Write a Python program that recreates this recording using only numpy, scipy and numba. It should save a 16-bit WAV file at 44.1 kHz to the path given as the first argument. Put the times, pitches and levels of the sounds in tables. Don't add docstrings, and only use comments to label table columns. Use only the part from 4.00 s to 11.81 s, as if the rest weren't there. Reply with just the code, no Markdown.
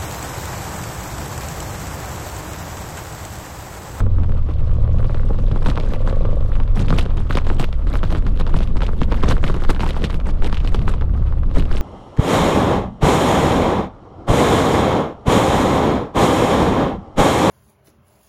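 import sys
import numpy as np
from scipy import signal
from scipy.fft import rfft, irfft
from scipy.io import wavfile
from scipy.ndimage import uniform_filter1d
from numba import njit

SR = 44100
rng = np.random.default_rng(int(sys.argv[2]) if len(sys.argv) > 2 else 0)


def undo_db(level):
    steps = np.asarray(level, float) / 20
    return 10 ** steps


def dump_mix(stems):
    frames = np.atleast_2d(stems).T
    limited = np.clip(frames, -1, 1)
    pcm = np.round(limited * 32767).astype(np.int16)
    wavfile.write(sys.argv[1], SR, pcm)


N = 344421

# start in seconds, click in dB, thud in dB, upper click in dB.
THUMPS = [(0.065, -27, -22, -54), (0.2942, -27.5, -22.5, -44.5), (0.985, -41, -37, -39),
          (1.044, -21, -23, -36), (1.0957, -22, -24, -47.5), (1.145, -21.5, -25, -37),
          (1.3053, -26.5, -14.5, -61), (1.5133, -21.5, -20.5, -33), (1.6216, -22.5, -27, -47),
          (2.1257, -22, -27, -41), (2.252, -21, -20, -35), (2.9267, -10.5, -13, -39),
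          (3.177, -23.5, -25, -38), (3.3006, -22.5, -18.5, -34), (3.8698, -24, -27, -45),
          (4.0314, -12, -25, -31.5), (4.1047, -25, -25, -32), (4.2657, -19.5, -30, -33.5),
          (4.5414, -12, -19, -35), (4.758, -25, -23.5, -50), (5.2848, -27, -13.5, -26),
          (5.367, -16, -27, -40), (5.6205, -20.5, -23, -49), (5.6936, -10, -10.5, -34),
          (5.8329, -12.5, -21.5, -38), (6.2897, -20, -27, -42), (6.7452, -13.5, -16, -24),
          (7.4332, -21.5, -40, -49), (7.5694, -17.5, -15.5, -43), (7.713, -17, -24.5, -44)]
CLACKS = [(1.1718, -26, -39, -59), (1.2896, -29, -38, -57), (1.5604, -17.5, -23, -45),
          (1.6604, -11.5, -16, -24.5), (1.7748, -12.5, -17.5, -28.5), (2.0742, -14, -18, -34),
          (2.601, -18, -25, -34.5), (3.106, -25.5, -42, -40.5), (3.308, -9, -30, -34),
          (3.501, -12.5, -16.5, -30), (3.5969, -14.5, -14, -22.5), (4.1492, -16.5, -20, -32),
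          (4.4092, -15, -22, -39), (4.4662, -20, -23, -31), (4.6051, -20.5, -18.5, -34),
          (4.8196, -13.5, -25, -25), (4.8897, -18.5, -23, -46), (5.016, -11, -13, -26.5),
          (5.1222, -13.5, -19, -26.5), (5.2352, -8, -12, -21), (5.44, -10, -16, -21.5),
          (5.4983, -12.5, -16, -30), (6.8791, -8.5, -20, -31), (6.9382, -19.5, -24, -32.5),
          (6.98, -35, -45, -44), (7.0109, -22.5, -24, -36.5), (7.0211, -21, -33, -46),
          (7.1497, -26, -41, -60), (7.224, -28, -44, -52), (7.3243, -22.5, -34, -46)]
RATTLES = [(0.2339, -26, -44, -41), (0.4884, -30, -25, -45), (1.3875, -26, -31, -40),
           (1.6858, -27, -16, -29), (1.9365, -22, -22, -31), (2.8157, -27, -30, -36.5),
           (2.8467, -27, -34, -50), (2.999, -36, -35, -31), (3.01, -35, -42, -26), (3.017, -43, -33, -45),
           (3.3715, -12, -18, -20), (3.468, -21, -21.5, -33), (3.6271, -19, -20, -27),
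           (3.938, -23, -21, -39), (4.125, -22, -22, -30.5), (4.4937, -23, -33, -37.5),
           (4.7682, -21, -25, -32.5), (5.1164, -16, -16, -33), (5.143, -20.5, -35, -32),
           (5.269, -25, -19, -48), (5.3115, -8.5, -15, -24), (5.542, -20, -19, -31),
           (5.5637, -21.5, -21, -45), (5.763, -19.5, -31, -40.5), (5.89, -36, -25, -26.5),
           (5.9652, -17.5, -21, -34), (6.099, -19.5, -28, -38), (6.1427, -23, -21, -29.5),
           (6.2686, -22.5, -23.5, -46.5), (6.299, -35, -38, -41), (6.4223, -18, -22, -31.5),
           (6.4623, -29, -29, -31.5), (6.8924, -39, -35, -38), (7.597, -26, -34, -27.5),
           (7.75, -24, -19, -40)]
STONES = [(0.0034, -14, -27, -53), (0.183, -24.5, -35, -64), (1.7004, -25, -25, -22.5),
          (1.7999, -28, -21, -27), (2.519, -21.5, -32, -54), (2.5537, -23, -34, -32.5),
          (2.6775, -27.5, -30, -39.5), (2.7932, -35, -32, -27), (2.8832, -24, -28, -27),
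          (2.9044, -13.5, -16, -23.5), (2.986, -17.5, -30, -14), (3.054, -38, -27, -36),
          (3.2029, -34, -27, -51), (3.3249, -32, -30, -28.5), (3.3527, -20, -13, -21),
          (3.7276, -26.5, -31, -30), (3.9543, -13, -28, -33), (4.565, -30, -20, -29),
          (4.6199, -38, -33, -35), (4.806, -20, -26, -32), (4.8654, -38, -23, -25.5),
          (5.008, -33, -27, -34), (5.0333, -39, -45, -26), (5.2073, -38, -39, -41),
          (5.2284, -14, -25, -27.5), (5.4782, -26, -27, -24), (5.6492, -15.5, -28, -32.5),
          (5.7011, -9.5, -30, -24.5), (5.7477, -29, -29, -29), (5.8061, -16, -21, -23.5),
          (5.8642, -14, -31, -27.5), (5.9976, -36, -27, -38), (6.0201, -28, -21, -32),
          (6.0408, -19, -22, -18), (6.129, -24, -33, -34.5), (6.2005, -27, -38, -33),
          (6.445, -31, -34, -24), (6.527, -13.5, -20, -25), (6.5449, -28, -37, -25),
          (6.5706, -22, -43, -24.5), (6.6027, -32, -36, -29.5), (6.675, -41, -29, -24.5),
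          (6.7922, -27, -33, -31.5), (6.817, -33, -38, -34), (6.9162, -36, -44, -38),
          (7.7692, -31, -40, -24.5)]
TICKS = [(0.1634, -32, -40, -54), (0.245, -26, -33, -55), (0.3203, -27, -27, -38.5),
         (0.3496, -35, -27, -52), (0.5378, -51, -39, -41.5), (0.627, -33, -38, -61),
         (0.6944, -29, -38, -57), (0.7143, -30, -31, -43), (0.7673, -30.5, -28, -54),
         (0.8769, -27, -23, -63), (0.942, -30, -33, -48), (0.993, -27, -31, -52), (1.0281, -25, -25, -46),
         (1.1953, -23, -38, -46), (1.232, -26, -38, -55), (1.331, -32, -34, -47), (1.4724, -28, -29, -58),
         (1.7681, -18, -49, -45), (1.8612, -29, -38, -54), (2.332, -38, -42, -42), (2.4267, -30, -42, -50),
         (2.4607, -29, -42, -48), (2.5004, -37, -34, -60), (2.564, -25, -32, -49), (2.802, -29, -25, -40),
         (2.9632, -25, -18, -45), (3.0605, -22, -21, -35), (3.4177, -27, -37, -44), (3.4487, -34, -32, -37),
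         (3.6885, -38, -24, -44), (3.917, -28, -32, -49), (4.2236, -30, -29, -44), (4.675, -30, -44, -33.5),
         (4.9323, -25, -24, -55), (5.1708, -39, -38, -39), (5.7947, -20, -19.5, -29.5),
         (5.9448, -23, -33, -51), (6.2123, -28, -32, -58), (6.4973, -25, -26, -37),
         (6.6475, -22, -22.5, -41), (7.095, -34, -44, -55), (7.177, -29, -47, -52), (7.2637, -44, -49, -48),
         (7.3096, -42, -43, -51), (7.3753, -36, -47, -54), (7.5124, -30, -31, -39), (7.5601, -17, -31, -36)]
GRIT = [(1.003, -26, -36, -48), (1.344, -25.5, -34, -46), (1.642, -26, -33, -49), (1.714, -20, -32, -41),
        (1.757, -31, -35, -32), (1.834, -34, -30, -36), (4.167, -27, -32, -36), (2.110, -36, -20, -48),
        (2.407, -32, -40, -41), (2.632, -42, -44, -37), (4.159, -25, -32, -36), (3.399, -24, -30, -42),
        (3.611, -35, -34, -30), (3.642, -17, -23, -22.5), (4.037, -17, -19, -31), (4.050, -41, -35, -39),
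        (4.117, -25, -22, -39), (4.374, -33, -32, -35), (4.399, -28, -30, -35), (4.474, -26, -24, -38),
        (4.588, -28, -23, -30), (4.63, -28, -39, -30.5), (4.833, -26, -19, -29), (4.882, -24, -34, -41),
        (5.430, -22, -28, -41), (5.340, -32, -40, -44), (5.380, -30, -22, -35), (5.906, -34, -34, -25),
        (6.049, -36, -26, -24.5), (6.063, -33, -33, -38), (6.105, -29, -29, -30), (5.638, -19, -32, -27.5),
        (7.624, -28, -40, -34), (7.654, -34, -38, -36), (7.727, -36, -32, -29), (7.736, -26, -31, -48),
        (7.793, -31, -25, -45.5)]


def on_time(table):
    s, *columns = np.transpose(table)
    return [np.interp(np.arange(N) / SR, s, c) for c in columns]


def level(x, db):
    return x * undo_db(db) / np.sqrt(np.mean(x ** 2))


def colour_db(points, hz):
    return np.interp(np.log(hz), np.log(np.array(points)[:, 0]), np.array(points)[:, 1])


def coloured(x, points):
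    hz = np.maximum(np.fft.rfftfreq(N, 1 / SR), 1)
    return level(irfft(rfft(x) * undo_db(colour_db(points, hz)), N), 0)


def walk(rate):
    hold = int(SR / rate)
    steps = np.repeat(rng.standard_normal(N // hold + 1), hold)
    return 1.136 * uniform_filter1d(uniform_filter1d(steps, hold), hold)[:N]


def ring(x, hz, width_hz):
    return signal.lfilter(*signal.iirpeak(hz, hz / width_hz, fs=SR), x)


def high_pass(x, hz):
    return signal.sosfilt(signal.butter(2, hz, "high", fs=SR, output="sos"), x)


def band_pass(x, low_hz, high_hz):
    return signal.sosfilt(signal.butter(2, [low_hz, high_hz], "band", fs=SR, output="sos"), x)


@njit
def strike(start, hz, cycles, size, rise):
    out = np.zeros(N)
    for k in range(len(start)):
        swing = np.exp((2j * np.pi - 1 / cycles[k]) * hz[k] / SR)
        release = np.exp(-rise * hz[k] / SR)
        z, contact = size[k] + 0j, 1.
        for i in range(int(start[k]), min(N, int(start[k] + 7 * cycles[k] * SR / hz[k]))):
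            out[i] += z.imag * (1 - contact) ** 2
            z, contact = z * swing, contact * release
    return out


def shaking():
    # time in seconds, steady shaking in dB.
    track = [(0, -59.5), (.9, -57), (1.05, -53), (1.7, -50.5), (2, -52), (2.7, -57), (3.1, -55),
             (3.55, -52), (3.8, -58.5), (4, -56), (4.7, -54.5), (5.4, -51.5), (6.2, -61), (6.4, -58),
             (6.9, -49.5), (7, -61), (7.45, -63.5), (7.55, -53)]
    # start in seconds, length in seconds.
    ripples = [(1.798, 0.17), (2.805, 0.064), (3.449, 0.11), (3.867, 0.13), (4.041, 0.15), (4.25, 0.043),
               (4.587, 0.073), (4.747, 0.037), (4.986, 0.072), (5.098, 0.14), (5.505, 0.17), (5.71, 0.076),
               (5.927, 0.25), (6.512, 0.081), (6.717, 0.062), (7.584, 0.064), (7.802, .03)]
    # start in seconds, length in seconds, shaking in dB.
    jolts = [(0, 0.0039, -30), (1.65, 0.062, -38), (2.067, 0.046, -43), (2.75, 0.032, -38),
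             (2.789, 0.043, -35.5), (2.887, 0.12, -40), (2.979, 0.016, -21), (3.167, 0.044, -43),
             (3.295, .056, -38), (3.363, 0.021, -32.5), (3.588, 0.02, -29.5), (3.932, 0.045, -39),
             (4.04, 0.011, -52.5), (4.392, 0.03, -38), (4.528, 0.057, -40), (4.81, 0.056, -42),
             (5.225, 0.075, -39), (5.277, 0.053, -30), (5.427, 0.073, -38), (5.686, 0.033, -27.5),
             (5.797, 0.12, -37.5), (6.033, 0.022, -31), (6.254, 0.059, -42.5), (6.428, 0.052, -35.5),
             (6.637, 0.061, -43), (6.74, 0.023, -40), (6.874, 0.053, -39.5), (7.546, 0.06, -36),
             (7.709, 0.079, -40.5)]
    ripple_db, settle_db, settle_db_per_s = -46, -12.5, 281
    t = np.arange(N) / SR
    db, = on_time(track)
    for s, length in ripples:
        db = np.where((t >= s) & (t < s + length), np.maximum(db, ripple_db), db)
    for s, length, jolt_db in jolts:
        after = t - s - length
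        settling = (after > 0) * (settle_db - settle_db_per_s * after)
        db = np.maximum(db, np.where(t < s, -99, jolt_db + settling))
    return uniform_filter1d(db, int(0.015 * SR))


def wind(shake_db):
    # time in seconds, wind pressure on the port in dB, turbulence in dB.
    gusts = [(0, -14.5, -26.5), (.5, -16.5, -30), (1, -16, -27.5), (1.5, -15.5, -26), (1.9, -17, -32.5),
             (2.25, -15, -25.5), (2.65, -14, -32.5), (2.95, -15.5, -29.5), (3.3, -16.5, -34.5),
             (3.75, -16.5, -30), (4.25, -16.5, -25), (4.58, -15, -26), (5.05, -17, -27.5),
             (5.28, -14, -27.5), (5.9, -19, -30.5), (6.5, -16, -27), (7.2, -18.5, -24), (7.81, -15, -32)]
    # frequency in Hz, density in dB per Hz.
    buffet_colour = [(3, -28), (12, -9), (20, 1), (27, -5), (36, -10), (50, -14), (70, -21), (250, -50),
                     (2000, -110)]
    rumble_colour = [(20, -20), (50, -4), (110, -6), (200, -11), (320, -19), (600, -32), (1500, -55),
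                     (8000, -100)]
    gusty_db, rumble_per_shake = 0.5, 0.41
    gust_db, eddy_db = on_time(gusts)
    buffet = coloured(rng.standard_normal(N), buffet_colour)
    buffet = buffet / np.sqrt(uniform_filter1d(buffet ** 2, int(.14 * SR)))
    flicker_db = 3 * walk(35) + 2.5 * walk(12)
    rumble = coloured(rng.standard_normal(N), rumble_colour)
    gust_db = gust_db + gusty_db * walk(7.3)
    shaken_db = uniform_filter1d(shake_db, int(.08 * SR)) + 50.5
    rumble_db = eddy_db + rumble_per_shake * shaken_db
    return heaved(buffet * undo_db(gust_db + 2.0)) + rumble * undo_db(rumble_db + flicker_db)


def heaved(air):
    # time in seconds, depth in dB.
    heaves = [(1.664, -5), (3.501, -6), (3.597, -8.5), (4.545, -3), (4.756, -5), (5.009, -8), (5.441, -5.5),
              (5.69, -1), (6.424, -3), (6.731, -6), (6.88, -7), (7.562, -1.5), (7.716, -6.5)]
    half_width_s = .012
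    t = np.arange(N) / SR
    for s, db in heaves:
        x = (t - s) / half_width_s
        bell = np.exp(-.5 * x ** 2)
        air = air * (1 - .8 * bell ** .5) - undo_db(db) * (1 - .6 * x ** 2) * bell
    return air


def engine():
    # time in seconds, engine cycles per second in Hz.
    revs = [(0, 24.3), (.17, 22), (.46, 17.3), (.55, 17), (.89, 18.9), (1.07, 19.5), (1.32, 21.1),
            (1.85, 23.5), (2.2, 24.9), (2.5, 25), (2.74, 24.7), (2.87, 23), (3.06, 18.9), (3.75, 18.4),
            (5, 17.4), (6.3, 16.8), (7.24, 17.2), (7.81, 17.6)]
    # time in seconds, level of order 4 in dB.
    drone_level = [(0, -23), (.15, -22), (.5, -22.5), (.9, -19.5), (1.4, -26), (1.9, -30.5), (2.6, -30),
                   (2.9, -26), (3.45, -25.5), (3.75, -29.5), (4.5, -25), (5, -27.5), (6, -27), (6.5, -24.5),
                   (6.95, -26), (7.1, -19.5), (7.4, -21), (7.81, -29)]
    # time in seconds, throttle in dB.
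    throttle = [(0, -8), (.5, -8), (.75, -1), (1.0, 0), (1.25, -3), (1.55, -3), (1.85, 1), (2.05, 2),
                (2.2, 5), (2.35, 4), (2.47, -3), (2.75, -10), (5.8, -10), (6.3, -9), (7.2, -9), (7.81, -10)]
    # order of the cycle, level in dB against order 4, share of the throttle that it follows.
    drone = [(3, -19, 0.39), (4, -1, 0.058), (5, -10.5, 0.43), (6, -7.5, 0.7), (7, -20, 0.55),
             (8, -22, 0.43), (9, -14, 0.51), (10, -21, 0.48)]
    # frequency in Hz, width in Hz, level in dB.
    intake = [(525, 175, -37), (1130, 130, -49), (3100, 1200, -65)]
    pipe_hz, pipe_width_hz, pipe_db = 106.6, 17.6, 6.5

    (hz,), (drone_db,), (throttle_db,) = map(on_time, (revs, drone_level, throttle))
    turns = np.cumsum(hz) / SR + .7
    out = 0
    for order, db, share in drone:
        lift_db = pipe_db / (1 + ((order * hz - pipe_hz) / pipe_width_hz) ** 2)
        waver = undo_db(drone_db + db + lift_db + share * throttle_db + 1.3 * walk(7))
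        phase = order * turns + rng.random() + .018 * walk(6)
        out = out + np.sqrt(2) * waver * np.sin(2 * np.pi * phase)
    gulps = np.diff(np.floor(turns), append=0) + .33 * np.diff(np.floor(turns + .625), append=0)
    gulps = np.maximum(gulps, 0) * undo_db(1.2 * rng.standard_normal(N))
    rasp = np.sin(np.pi * (turns % 1) ** .5) ** 2 * rng.standard_normal(N)
    breath = level(uniform_filter1d(gulps, 32), -8) + level(rasp, -3.5)
    airbox = sum(level(ring(ring(breath, f, w), f, w), db) for f, w, db in intake)
    return out + undo_db(throttle_db) * airbox


def knocks():
    # low bump in dB against the thud, bright tick in dB against the upper click,
    # loss at each rebound in dB.
    knock_colour = [
        (0, -18, 3.5),
        (-0.5, -27, 3),
        (-6, -10, 1.5),
        (-0.5, -18, 5),
        (-9, -14.5, 8.5),
        (-9, -13.5, 4.5),
    ]
    rise = 3.13
    lead_s, lead_db = 0.0026, -12
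    blow_spread = .35

    kinds = zip((THUMPS, CLACKS, RATTLES, STONES, TICKS, GRIT), knock_colour)
    rows = [(*row, *colour) for table, colour in kinds for row in table]
    s, db, thud_db, upper_db, bump_db, tick_db, loss_db = np.transpose(rows)
    parts = [(114.7, 246, 0.81, thud_db + bump_db + 11.0),
             (245.5, 883, 0.62, thud_db + 13),
             (781, 1920, 0.68, db + 10.5),
             (2060, 4700, 0.72, upper_db + 17.5),
             (5300, 20000, 1.4, upper_db + tick_db + 11.5)]
    pick = rng.random((len(s), 5, len(parts), 2)).T
    out = 0
    for (lo_hz, hi_hz, cycles, part_db), tones, waits in zip(parts, *pick):
        for bounce, (tone, wait) in enumerate(zip(tones, waits), -1):
            gap_s = .0035 if bounce > 0 else lead_s
            late = .0008 * wait + gap_s * bounce * (.3 + wait)
            change_db = lead_db if bounce < 0 else -loss_db * bounce
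            size = undo_db(part_db + change_db - (bounce != 0) * (2.5 + 12 * tone))
            pitch = tone if bounce else .45 + blow_spread * (tone - .5)
            hz = lo_hz * (hi_hz / lo_hz) ** pitch
            out = out + strike((s + late) * SR, hz, cycles * (1 + abs(bounce) * wait / 2), size, rise)
    return out


def crackle(shake_db):
    # frequency in Hz, density in dB per Hz.
    crackle_colour = [(88, -26), (160, -2), (280, -5), (410, -10), (630, -13), (1250, -17), (2500, -24),
                      (3700, -25), (5900, -36), (8400, -38), (15600, -53)]
    grains_per_s, spread_db, body_lag = 1800, 4, 0.35
    when, pitch, size, ringing = rng.random((int(grains_per_s * N / SR), 4)).T
    hz = 250 * 55 ** pitch
    cycles = .5 + 3.5 * ringing ** 3
    strength = hz / 1000 * undo_db(-spread_db * np.log(1 - .97 * size))
    grains = strike(when * N, hz, cycles, strength, 4.)
    rustle = rng.standard_normal(N) * undo_db(6 * walk(160))
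    both = coloured(level(grains, -1) + level(rustle, -0.5), crackle_colour)
    top = high_pass(both, 5500)
    shine = undo_db(.16 * (shake_db + 43) + 2.5 * walk(30))
    body = band_pass(both, 250, 1300)
    dull = undo_db(-body_lag * np.maximum(shake_db + 24.5, 0))
    return (both + top * (shine - 1) + body * (dull - 1)) * undo_db(shake_db + 8.0)


def clunks():
    # start in seconds, pitch in Hz, peak level in dB.
    panel_notes = [
        (1.303, 810, -21),
        (1.303, 520, -26),
        (1.385, 480, -30),
        (3.374, 560, -18),
        (5.832, 900, -18),
        (6.040, 1900, -21),
        (6.461, 3000, -26),
        (6.676, 3000, -24),
    ]
    s, hz, db = np.transpose(panel_notes)
    return strike(s * SR, 1. * hz, np.full(len(s), 4.5), undo_db(db), 4.5)


def sizzle():
    buzz_db, t60_s, buzz_hz, width_hz = -14.5, .06, 3100, 2500
    s, _, _, upper_db = np.transpose(THUMPS + CLACKS + RATTLES + STONES + TICKS + GRIT)
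    blows = np.bincount((s * SR).astype(int), undo_db(upper_db), N)
    fade = signal.lfilter([1], [1, -np.exp(-np.log(1000) / (t60_s * SR))], blows)
    buzz = ring(ring(rng.standard_normal(N), buzz_hz, width_hz), buzz_hz, width_hz)
    buzz = level(buzz * undo_db(4 * walk(300)), buzz_db)
    return uniform_filter1d(fade, int(.002 * SR)) * buzz


def road():
    # frequency in Hz, density in dB per Hz.
    road_colour = [(150, -25), (300, 0), (800, -6), (1250, -6), (1600, -18), (3200, -24), (7000, -41),
                   (15600, -55)]
    out, shared = 0, walk(55)
    for hz in 250 * 2. ** np.arange(6):
        band = band_pass(rng.standard_normal(N), hz, 2 * hz)
        out = out + band * undo_db(3.5 * shared + 3 * walk(60))
    return level(coloured(out, road_colour), -44)


def microphone_hiss():
    hiss = high_pass(rng.standard_normal(N), 6000)
    return level(hiss * undo_db(5 * walk(27)), -77)


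def scene():
    shake_db = shaking()
    whole = wind(shake_db) + engine() + knocks() + crackle(shake_db) + clunks() + sizzle() + road()
    return (whole * np.minimum(np.arange(N) / (.004 * SR), 1))[None]


def low_pass(x):
    return signal.sosfilt(signal.butter(12, 15730, fs=SR, output="sos"), x)


def record(dry):
    headroom = 1.2
    dry = dry + microphone_hiss()
    rounded = headroom * np.tanh(dry / headroom)
    top_cut = signal.ellip(8, .2, 70, 15700, fs=SR, output="sos")
    return low_pass(signal.sosfilt(top_cut, rounded))


dry = scene()
out = record(dry)
dump_mix(out)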